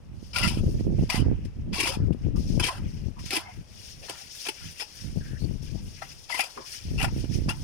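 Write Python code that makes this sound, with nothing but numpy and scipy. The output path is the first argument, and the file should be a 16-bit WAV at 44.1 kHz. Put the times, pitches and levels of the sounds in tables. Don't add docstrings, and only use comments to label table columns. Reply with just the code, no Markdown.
import sys
import numpy as np
from scipy import signal
from scipy.io import wavfile
from scipy.ndimage import uniform_filter1d

SR = 44100
rng = np.random.default_rng(int(sys.argv[2]) if len(sys.argv) > 2 else 0)


def wav_out(sig):
    wavfile.write(sys.argv[1], SR, np.round(np.clip(np.atleast_2d(sig).T, -1, 1) * 32767).astype(np.int16))


def to_linear_factor(level_db):
    exponent = np.asarray(level_db, float) / 20
    return 10 ** exponent


N = 336552


def rms(x):
    return np.sqrt(np.mean(x ** 2) + 1e-20)


def unit(x):
    return x / rms(x)


def power(levels_db):
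    return np.sum(to_linear_factor(2 * levels_db), axis=0) + 1e-20


def in_time(rows):
    s, *columns = np.transpose(rows)
    return [np.interp(np.arange(N) / SR, s, c) for c in columns]


def spread_out(coarse):
    return np.interp(np.arange(N) / 32, np.arange(len(coarse)), coarse)


def band(x, low_hz, high_hz, order=2):
    sos = signal.butter(order, [low_hz, min(high_hz, .45 * SR)], "band", fs=SR, output="sos")
    return signal.sosfilt(sos, x)


def drift(rate_hz):
    r = np.exp(-64 * np.pi * rate_hz / SR)
    noise = rng.standard_normal(N // 32 + 3002)
    return unit(signal.lfilter([1], [1, -2 * r, r * r], noise)[3000:])


def grains(per_s, spread_db):
    sizes = to_linear_factor(spread_db * np.minimum(rng.exponential(1, N), 5)) * rng.choice([-1, 1], N)
    return unit(sizes * (rng.random(N) < per_s / SR) + 1e-9)


def ring(x, hz, t60_s):
    r = to_linear_factor(-60 / (t60_s * SR))
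    w = 2 * np.pi * hz / SR
    return signal.lfilter([0, np.sin(w)], [1, -2 * r * np.cos(w), r * r], x + 1e-18)


def swell(start_s, hold_s, rise, fall, gained_db=0):
    t = np.arange(N // 32 + 2) * 32 / SR - np.asarray(start_s)[:, None]
    hold_s, rise, fall, gained_db = (np.reshape(v, (-1, 1)) for v in (hold_s, rise, fall, gained_db))
    rising_db = np.minimum(t, 0) / np.maximum(rise, 1e-5)
    falling_db = np.maximum(t - hold_s, 0) / np.maximum(fall, 1e-5)
    return rising_db - falling_db + gained_db * np.clip(t / np.maximum(hold_s, 1e-5), 0, 1)


def evened(x, span_s, share):
    slow = uniform_filter1d(x ** 2, size=round(span_s * SR)) + 1e-3 * np.mean(x ** 2)
    return unit(x / slow ** (np.clip(share, 0, 1) / 2))


def site():
    common, own = rng.standard_normal(N), rng.standard_normal((2, N))
    level = spread_out(to_linear_factor(-62 + 0.5 * drift(26.0)))
    return level * unit(band(common + 1.53 * own, 260, 690, order=1))


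def rumble():
    return to_linear_factor(-65) * unit(band(rng.standard_normal((2, N)), 16, 55))


# t/s, level/dB
BREEZE = [(0, -50), (.3, -48), (.5, -31.5), (1.04, -34), (1.1, -56), (1.4, -38.5), (1.53, -49), (1.9, -40),
          (2.6, -38), (2.7, -47), (3.3, -53), (3.9, -52.5), (4.45, -61.5), (4.9, -63), (5.1, -39),
          (5.9, -44.5), (6.4, -64.5), (6.82, -56.5)]
# start t/s, hold/s, level/dB, left minus right/dB
GUSTS = [(0.1, 0.14, -44, -7.5), (0.434, 0.03, -27, -12), (0.584, 0.1, -28, 4.5), (0.75, 0.052, -30, -7),
         (0.876, 0.055, -24, -5.5), (0.986, 0.05, -23.5, -7.5), (1.194, 0.13, -25, -8.5),
         (1.445, 0.0084, -28, 8.5), (1.588, 0.12, -33.5, 1.5), (1.686, 0.046, -31, -10.5),
         (2.004, 0.045, -25.5, 4.5), (2.103, 0.01, -28, 24), (2.262, 0.0082, -24.5, 10.5),
         (2.36, 0.025, -25, 11), (2.451, 0.01, -28.5, -11), (2.54, 0.052, -25.5, 16),
         (2.799, 0.074, -32, 2), (2.923, 0.099, -36, 7), (3.044, 0.039, -34.5, 20), (3.24, 0.012, -40, -10),
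         (5.822, 0.063, -41, 3), (5.433, 0.028, -32, 20), (5.504, 0.04, -33, 18), (0.674, 0.031, -27, 2),
         (3.746, 0.079, -55, 3), (3.984, 0.021, -48.5, -2.5), (6.1, 0.15, -65, 0), (3.175, 0.058, -40.5, 1),
         (3.582, 0.018, -39, 6), (4.637, 0.059, -43, -4), (5.059, 0.018, -36.5, -30.5),
         (5.156, 0.046, -32.5, 14.5), (5.326, 0.014, -32.5, 13), (5.604, .1, -40.5, 10),
         (2.468, 0.12, -31.5, 8), (5.699, 0.058, -37.5, 23.5), (6.87, 0.025, -37.5, 1),
         (7.346, 0.013, -28.5, 2), (6.91, 0.049, -29.5, 8.5), (6.986, .22, -30.5, -5),
         (7.28, 0.13, -33.5, -17), (7.421, 0.072, -29, -4), (7.545, 0.092, -36.5, -2.5)]
GUST_RISE_S, GUST_FALL_S = 0.069, 0.07


def gust_levels():
    s, hold_s, level_db, pan_db = np.transpose(GUSTS)
    gusts = to_linear_factor(2 * (level_db[:, None] + swell(s, hold_s, GUST_RISE_S / 20, GUST_FALL_S / 20)))
    total = spread_out(gusts.sum(axis=0)) + to_linear_factor(2 * in_time(BREEZE)[0])
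    return 10 * np.log10(total), spread_out(pan_db @ gusts) / total


def wind():
    level_db, pan_db = gust_levels()
    out = []
    for side in (1, -1):
        lumps_db = spread_out(0.91 * drift(12.7) + 2.22 * drift(33.7))
        gust_db = level_db + side * pan_db / 2 + 3.5 - np.abs(pan_db) / 5 + lumps_db
        calm_db = uniform_filter1d(gust_db, size=SR // 12)
        eddies = grains(110, spread_db=4.0)
        swirl = band(grains(500, spread_db=4.0) + 0.34 * eddies, 57.6, 146, order=1)
        swirl = band(swirl, 38.7, 214.4)
        sway = band(rng.standard_normal(N), 18.3, 70.4)
        flap = band(band(eddies, 90.0, 247), 47, 484)
        many = np.roll(eddies, SR) + np.roll(eddies, 2 * SR) + np.roll(eddies, -SR)
        roll = band(band(many, 143, 374), 100, 600)
        snap = band(band(eddies ** 3, 220, 680), 211, 830)
        edge = to_linear_factor(np.clip(1.1 * (gust_db + 25), -15, 4))
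        bright = to_linear_factor(-12.5) * unit(flap) + to_linear_factor(-15) * unit(roll) + to_linear_factor(-25.0) * edge * unit(snap)
        burst = evened(swirl, 0.0458, share=0.64) + edge * bright
        out.append(to_linear_factor(gust_db - 3.0) * burst + to_linear_factor(calm_db - 6.5) * evened(sway, .06, share=0.5))
    membrane = .5 * np.tanh(np.array(out) / .5)
    return signal.sosfilt(signal.butter(3, 750, fs=SR, output="sos"), membrane)


# t/s, peak level/dB, left minus right in steps of 12 dB
SLAPS = [(0.572, -13, -1.5), (0.797, -19.5, -18), (0.985, -16.5, -13.0), (1.025, -12, 3),
         (1.144, -12, -17.5), (1.283, -12, -9.0), (1.314, -10.5, -13), (2.107, -9.5, 20), (2.266, -17, 33),
         (5.333, -24, 47), (7.241, -15.5, -9), (0.228, -26.5, -11), (0.742, -23, -5), (5.075, -38, -18),
         (5.16, -20, 11.5), (5.443, -21, 10.5), (.868, -12.5, -1.5), (1.225, -12, -9), (1.265, -16, -12),
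         (1.329, -19, -12), (1.971, -17, 12), (3.085, -31, 20), (5.628, -28, 6), (5.42, -23.5, 15),
         (.64, -16, 1), (1.035, -14, 0.5), (2.001, -18, 10), (2.147, -19, 11.5), (2.541, -20.5, 14),
         (2.43, -30, -12), (.905, -18, -6), (7.255, -29, 0), (7.42, -23.5, -1.5), (7.46, -22.5, -3),
         (.808, -13.5, -9), (5.511, -20.5, 12), (6.915, -22, 28), (7.163, -17, -7), (2.552, -20, 3),
         (2.578, -19, 3), (2.59, -19, 3), (6.885, -26, 3), (6.96, -22, 3), (7.125, -23, 3),
         (7.18, -19.5, -3), (7.352, -21, -4), (3.24, -29, 6)]


def slaps():
    s, peak_db, pan_db = np.transpose(SLAPS)
    side_db = np.minimum([pan_db, -pan_db], 0) * 12.0
    kicks = np.zeros((2, N)) + 1e-18
    kicks[:, (s * SR).astype(int)] = to_linear_factor(peak_db + 37.5 + side_db) * rng.choice([-1, 1], len(s))
    return band(band(kicks, 64, 297), 47, 573)


# start t/s, length/s, centre f/Hz, width/Hz, level/dB
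FAR_SLIDES = [(2.352, 0.014, 1130, 260, -48), (3.157, 0.047, 1050, 252, -57.5),
              (3.447, 0.049, 823, 150, -51), (4.013, 0.05, 586, 333, -52), (4.206, 0.013, 754, 121, -54),
              (4.942, 0.14, 1610, 400, -68), (5.195, 0.18, 1590, 342, -62), (5.39, 0.058, 4380, 300, -63),
              (5.752, 0.038, 840, 150, -62.5), (6.588, 0.061, 980, 400, -58),
              (2.125, 0.0036, 2960, 1316, -63), (6.559, 0.042, 340, 255, -43.5)]


def far_slides():
    out = np.zeros(N)
    for start_s, length_s, hz, width_hz, db in FAR_SLIDES:
        t = np.arange(round((length_s + 0.032) * SR)) / SR
        rise, fall = t / min(.012, length_s / 2), (length_s - t) / 0.0083 + 1
        envelope = np.clip(np.minimum(rise, fall), 0, 1)
        noise = unit(band(rng.standard_normal(SR // 2), hz - width_hz / 2, hz + width_hz / 2))
        out[round(start_s * SR):][:len(t)] += to_linear_factor(db) * envelope * noise[-len(t):]
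    return out


# loudest t/s, rise per 20 dB/s, fall per 20 dB/s, rub level/dB, coarse above rub/dB
RUBBING = [(.25, 0.15, 0.5, -57.5, -13), (.7, 0.38, 0.22, -52, -16), (.8, 0.4, 0.17, -57.5, -6),
           (1.02, 0.15, 0.3, -53, -5), (1.3, 0.8, 0.9, -69.5, 4.5), (1.46, .04, 0, -61, -7),
           (2.08, 0.17, -0.1, -62, -2), (2.245, .15, 0.15, -62, 1.5), (2.359, -0.1, 0.5, -50, -13),
           (2.49, 0.07, 0.32, -48, -10.5), (2.88, 0.3, .5, -61, -2.5), (2.99, 0.6, 0.26, -59, -3.5),
           (3.19, -0.1, 0.17, -49, -8), (3.259, 0.04, 0.19, -43, -10), (3.54, 0.63, 0.23, -57, -2),
           (3.71, 0, 1.3, -60.5, -3), (3.8, 0.15, .3, -48, -15), (3.89, 0.24, 0.13, -48, -14),
           (4.035, 0.05, 0.4, -47.5, -7), (4.18, 0.25, 0.34, -46, -10), (4.35, 0.2, 0.37, -45, -14),
           (4.45, 0.25, .1, -40.5, -15), (4.6, 0.2, 0.43, -47, -5), (4.66, 0.24, .5, -49, -10),
           (4.78, -0.36, 0.2, -46, -20), (4.96, 0.06, .5, -48, -11.5), (5.09, 1.2, .5, -57, -7),
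           (5.24, 0, 0.54, -55, -5), (5.39, 0, 0.7, -55, -7.5), (5.62, -0.03, 0.5, -53.5, -5),
           (5.95, 0.54, 1.9, -51, -12), (6.13, 0.44, -0.33, -50.5, -6.5), (6.52, .5, 0.6, -51, -10),
           (6.66, -0.24, 0.27, -45.5, -8.5), (6.737, 0.13, 0.13, -42, -6.5), (6.88, 0.5, 0.7, -51, -9.5),
           (7.14, -0.4, .5, -50.5, -5.5), (7.211, 0.24, -0.5, -49, -6), (7.342, 0.07, 0.12, -43.5, -8.5),
           (7.58, 0.4, 2, -52.5, -13)]
REST_DB, COARSE_REST_DB = -74, -75


def rub_levels():
    s, rise_s, fall_s, rub_db, coarse_db = np.transpose(RUBBING)
    passes_db = rub_db[:, None] + swell(s, 0 * s, rise_s / 20, fall_s / 20)
    levels_db = []
    for above_db, rest_db in ((0, REST_DB), (coarse_db, COARSE_REST_DB)):
        total = power(passes_db + np.reshape(above_db, (-1, 1))) + to_linear_factor(2 * rest_db)
        levels_db.append(spread_out(10 * np.log10(total)))
    return levels_db


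def float_rub():
    rub_db, coarse_db = rub_levels()
    sand = [grains(20000, spread_db=0.5) * spread_out(to_linear_factor(2.0 * drift(23.0))) for _ in range(3)]
    rub = to_linear_factor(rub_db - 10.5) * unit(band(sand[0], 3360, 6530))
    coarse = to_linear_factor(coarse_db - 8.0) * unit(band(sand[1], 1360, 3070, order=3))
    fine = to_linear_factor(rub_db - 13.5) * unit(band(sand[2], 6900, 15600))
    return rub + coarse + fine


# t/s, peak level/dB, f/Hz
KNOCKS = [
    (6.019, -36, 783),
    (6.02, -43, 1974),
    (6.392, -27, 827),
    (6.574, -34, 1130),
    (6.61, -41.5, 1040),
    (7.041, -22, 774),
    (7.082, -40.5, 930),
    (4.486, -35, 876),
    (4.82, -41, 848),
]
KNOCK_T60_S, KNOCK_SETTLE_S = 0.07, 0.0017


def knocks():
    out = np.zeros(N)
    n = np.arange(SR // 4)
    settle = 1 - np.exp(-n / (KNOCK_SETTLE_S * SR))
    for s, db, hz in KNOCKS:
        click = to_linear_factor(db) * (n == 0)
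        pair = ring(click, hz, KNOCK_T60_S) + 0.55 * ring(click, 0.97 * hz, KNOCK_T60_S)
        out[round(s * SR):][:SR // 4] += settle * pair
    return out


# start t/s, length/s, f/Hz, rms level/dB
SINGING = [(0.36, 0.124, 588, -46), (0.347, 0.084, 1398, -44.5), (0.355, 0.063, 4785, -48),
           (0.422, 0.051, 2024, -39), (0.416, 0.06, 5020, -61), (0.426, 0.04, 1388, -42),
           (0.336, 0.074, 2810, -50), (0.464, 0.014, 3380, -50), (0.485, 0.0066, 5110, -44),
           (1.111, 0.071, 870, -46.5), (1.162, 0.021, 1250, -46), (1.104, 0.102, 2954, -54.5),
           (1.106, 0.053, 2045, -47), (1.757, .07, 1100, -47.5), (1.786, 0.063, 2750, -45),
           (1.847, 0.034, 3380, -59), (1.867, 0.049, 540, -44), (1.87, 0.068, 989, -47.5),
           (1.857, 0.035, 5100, -61), (2.614, 0.04, 3140, -49), (2.635, .025, 2420, -46),
           (1.83, 0.023, 2600, -41), (2.68, 0.013, 1050, -39.5), (6.388, 0.024, 2450, -43.5),
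           (2.63, 0.033, 4400, -46), (2.666, 0.038, 1030, -49), (3.316, 0.046, 4350, -53.5),
           (3.311, 0.042, 5090, -52), (3.34, 0.047, 2107, -51.5), (3.34, .05, 3300, -63),
           (4.477, 0.0065, 2610, -50), (3.438, 0.078, 2120, -64), (4.6, 0.045, 1400, -64),
           (0.422, 0.023, 2900, -41.5), (7.026, 0.025, 2410, -48), (4.783, .04, 2620, -50.5),
           (4.788, 0.03, 5080, -54.5), (6.291, 0.063, 998, -46.5), (6.305, 0.051, 2025, -45),
           (6.34, 0.071, 5110, -62), (6.375, 0.032, 2695, -46), (6.979, 0.054, 2787, -42),
           (7.017, 0.028, 1410, -41.5), (7.493, 0.035, 895, -41.5), (7.488, 0.018, 2810, -48),
           (7.484, .03, 3270, -56)]
SING_T60_S, SING_EDGE_S = 0.085, 0.01


def singing(sand):
    out = np.zeros(N)
    t = np.arange(SR // 4) / SR
    for start_s, length_s, hz, db in SINGING:
        i = round(start_s * SR)
        chatter = np.clip(np.minimum(t, length_s - t) / SING_EDGE_S + .5, 0, 1)
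        tone = ring(sand[i:][:len(t)] * chatter[:N - i], hz, SING_T60_S)
        out[i:][:len(t)] += to_linear_factor(db) * tone / np.sqrt(SING_T60_S * SR / 28)
    return out


# f/Hz, level/dB, t60/s
BLADE = [(780, -8, .035), (1030, 0, .03), (1390, -1, .03), (1750, -2, .025), (2040, -2, .035),
         (2450, 0, .025), (2690, 2, .025), (3050, 0, .02), (3390, -2, .03), (3900, -3, .015),
         (4350, -5, .02), (5030, -2, .022), (5300, -2, .02), (5670, -4, .025)]


def blade(force):
    total = force
    for hz, db, t60_s in BLADE:
        feed = spread_out(to_linear_factor(db - 34.5 + 1.7 * drift(34)))
        total = total + ring(force * feed, hz, t60_s)
    return total


# start t/s, push/s, grind level/dB, gained over the push/dB, blade body above grind/dB
STROKES = [(0.334, 0.02, -38, 3, -7.5), (0.359, 0.062, -30, -2, -6), (0.431, 0.055, -28.5, -1.5, -7),
           (0.501, 0.095, -36.5, -8.5, -6), (1.094, 0.014, -33, 0.5, -4.5),
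           (1.118, 0.056, -31.5, 0.5, -4.5), (1.73, 0.045, -33.5, 1.5, -9.5), (1.78, 0.12, -30.5, 1, -8.5),
           (1.912, 0.045, -33.5, -7.5, -4), (2.699, .085, -38.5, -9.5, 0), (6.425, 0.052, -37, -8, -2.5),
           (1.17, 0.032, -39.5, 2, -5), (2.604, 0.012, -35.5, -2, -1.5), (2.628, 0.061, -30.5, -3, -8.5),
           (3.317, 0.051, -30, 3, -7), (3.378, 0.034, -38, -4, -3), (4.085, 0.017, -39, 3.5, -1.5),
           (4.452, 0.02, -34, -0.5, -8.5), (4.801, 0.01, -33, -3, -9), (6.019, 0.016, -41, -8.5, 5.5),
           (6.295, 0.12, -35, 3.5, -6), (6.575, 0.0065, -46, -4, 8), (6.978, 0.069, -39.5, 5, -4.5),
           (7.488, 0.021, -31.5, -7.5, 1.5)]
BITE_S, BITE_SHARE = 0.006, 0.07
LET_GO_S, LET_GO_SHARE = 0.1, 0.31
LIFT_DB, LIFT_S = 10, 0.007
BODY_LINGERS, SAND_LINGERS = 2.08, 0.57
SAND_DB, SAND_LATE_S, SAND_PILES_DB = -10.5, 0.005, 2.5


def stroke_levels():
    s, push_s, grind_db, gained_db, body_db = np.transpose(STROKES)
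    bite = (BITE_S + BITE_SHARE * push_s) / 30
    fall = (LET_GO_S + LET_GO_SHARE * push_s) / 30
    lift_db = np.maximum(swell(s, push_s, np.inf, LIFT_S / LIFT_DB), -LIFT_DB)
    layers = ((0, 0, 1, 0), (body_db, 0, BODY_LINGERS, 0), (SAND_DB, SAND_LATE_S, SAND_LINGERS, SAND_PILES_DB))
    levels = []
    for above_db, late_s, linger, piled_db in layers:
        shape_db = swell(s + late_s, push_s - late_s, bite + late_s / 30, fall * linger, gained_db + piled_db)
        stroke_db = (grind_db + above_db)[:, None] + lift_db + shape_db
        levels.append(spread_out(np.sqrt(power(stroke_db))))
    return levels


# t/s, peak level/dB, plate knock above peak/dB, floor thud above peak/dB
CATCHES = [(0.3583, -15, -3, -23), (.342, -33, -17, -30), (0.383, -14, -6, -34), (0.474, -10.5, -15, -32),
           (2.129, -38, -3, -20), (2.36, -36, -20, -30), (6.404, -14, -6, -19), (6.437, -25, -18, -16),
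           (2.654, -20, -20, -15), (1.793, -15.5, -25, -15), (3.261, -25.5, -13, -18),
           (3.29, -31, -15, -22), (4.377, -48, -33, -23.5), (7.079, -35, 10, -10), (7.243, -33, 2.5, -7),
           (1.898, -33, -2, 7), (0.431, -12.5, -3, -34), (1.099, -10, -6, -30), (1.1537, -19, -2, -24),
           (1.45, -35, -12.5, -11), (1.73, -32, -29, -11), (1.781, -16, -36, -3.5), (1.8005, -7, -32, -10),
           (1.831, -13.5, -32, -9), (1.8695, -11.5, 4, -9.5), (2.596, -9, -7, -6.5),
           (2.6389, -8.5, -32, -12), (2.665, -13.5, -27, -9), (2.681, -19, 6, -8),
           (3.3049, -12.5, -54, -15), (3.329, -14.5, -44, -6), (3.365, -12, -30.5, -5),
           (3.354, -15, -15, -12), (4.095, -17, -10, -2.5), (4.351, -31, -30, -33), (4.4644, -22, -2, -0.5),
           (4.484, -12, -12, -6.5), (4.7934, -21, -39, -16), (4.817, -21, -0.5, -9.5),
           (6.2975, -31, 17, -16.5), (6.343, -16.5, -2, -16), (6.391, -11, 3, -14), (6.999, -22.5, 9, -1.5),
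           (7.0254, -13, -4, -14), (7.042, -13.5, 4.5, -19), (7.013, -19.5, 5.5, -15), (7.505, -22, 0, -15),
           (0.492, -15, -20, -20), (7.4902, -14, 4, -12)]


def shovel():
    grind, body, hiss = stroke_levels()
    clumps = spread_out(to_linear_factor(1.06 * drift(71) + 1.24 * drift(126)))
    sand = clumps * grains(14000, spread_db=2.6)
    s, peak_db, knock_db, thud_db = np.transpose(CATCHES)
    hits = np.zeros((3, N)) + 1e-18
    hits[:, (s * SR).astype(int)] = to_linear_factor([peak_db, peak_db + knock_db, peak_db + thud_db])
    rise, fall = to_linear_factor(-60 / (0.0056 * SR)), to_linear_factor(-60 / (0.036 * SR))
    sharp, dull, deep = signal.lfilter([1 - rise], np.convolve([1, -rise], [1, -fall]), hits)
    edge_force = sand * (to_linear_factor(-3.5) * grind + to_linear_factor(-15.5) * sharp)
    body_force = sand * to_linear_factor(2.0) * body + to_linear_factor(-12) * dull * rng.standard_normal(N)
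    high, low = blade(np.array([edge_force, body_force]))
    plate = band(high, 1790, 5530) + band(low, 640, 1807)
    middle = to_linear_factor(-14) * band(low + 0.43 * high, 1270, 2200)
    fine = band(sand * (to_linear_factor(-1.0) * hiss + to_linear_factor(-20) * sharp), 4000, 12340)
    thud = to_linear_factor(8) * band(deep * rng.standard_normal(N), 253, 436)
    return plate + middle + fine + thud + singing(sand)


def port(x, peaks):
    for hz, width_hz, gain_db in peaks:
        w, a = 2 * np.pi * hz / SR, to_linear_factor(gain_db / 2)
        q = np.sin(w) * width_hz / hz / 2
        middle = -2 * np.cos(w)
        x = signal.lfilter([1 + q * a, middle, 1 - q * a], [1 + q / a, middle, 1 - q / a], x)
    return x


# f/Hz, width/Hz, level/dB
LEFT_PORT = [(2796, 2560, 10), (3910, 710, -5.5), (5426, 2220, 12), (10200, 5000, -4.5),
             (15880, 1600, 29.5)]
RIGHT_PORT = [(2660, 270, 1.5), (3860, 3000, -6), (5470, 720, -1), (7170, 230, 5.5), (9370, 3550, 12),
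              (14700, 10400, -3)]


def heard(x, lag_ms, scatter_db, tail_s):
    n, out = np.arange(N), []
    bright = band(x, 400, 11300, order=1)
    for side, peaks in ((0.67, LEFT_PORT), (-1.18, RIGHT_PORT)):
        shift = np.round(side * lag_ms * SR / 2000).astype(int)
        total = x[np.clip(n - shift, 0, N - 1)]
        delays_s = tail_s * rng.uniform(.03, 1, 10) ** 2 + .001
        gains = to_linear_factor(-25 * delays_s / tail_s) * rng.choice([-1, 1], 10)
        gains = to_linear_factor(scatter_db) * gains / np.sqrt(np.sum(gains ** 2))
        for delay_s, gain in zip(delays_s, gains):
            path = spread_out(delay_s + .0007 * drift(9)) * SR
            total = total + gain * bright[np.clip(n - path.astype(int), 0, N - 1)]
        out.append(port(total, peaks))
    return np.array(out)


# t/s, left lags right/ms, right port shade level/dB
SHOVEL_LAG = [
    (0, 0.049, -3),
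    (3.6, 0.032, 5),
    (5.9, 0.32, -10),
    (6.2, 0.42, -8),
    (7.63, 0.31, -2),
]
FLOAT_LAG_MS = -0.377


def scene():
    lag_ms, shade_db = in_time(SHOVEL_LAG)
    far = heard(float_rub() + far_slides(), FLOAT_LAG_MS, scatter_db=3.0, tail_s=0.055)
    near = heard(shovel() + knocks(), lag_ms, scatter_db=2.5, tail_s=0.042)
    near[1] += (to_linear_factor(shade_db) - 1) * band(near[1], 550, 3600, order=1)
    return site() + rumble() + wind() + slaps() + far + near


def top_cut(x):
    return signal.sosfilt(signal.butter(12, 15850, fs=SR, output="sos"), x)


def record(dry):
    cut = signal.sosfilt(signal.cheby2(12, 60, 16300, fs=SR, output="sos"), dry)
    return top_cut(cut)


dry = scene()
out = record(dry)
wav_out(out)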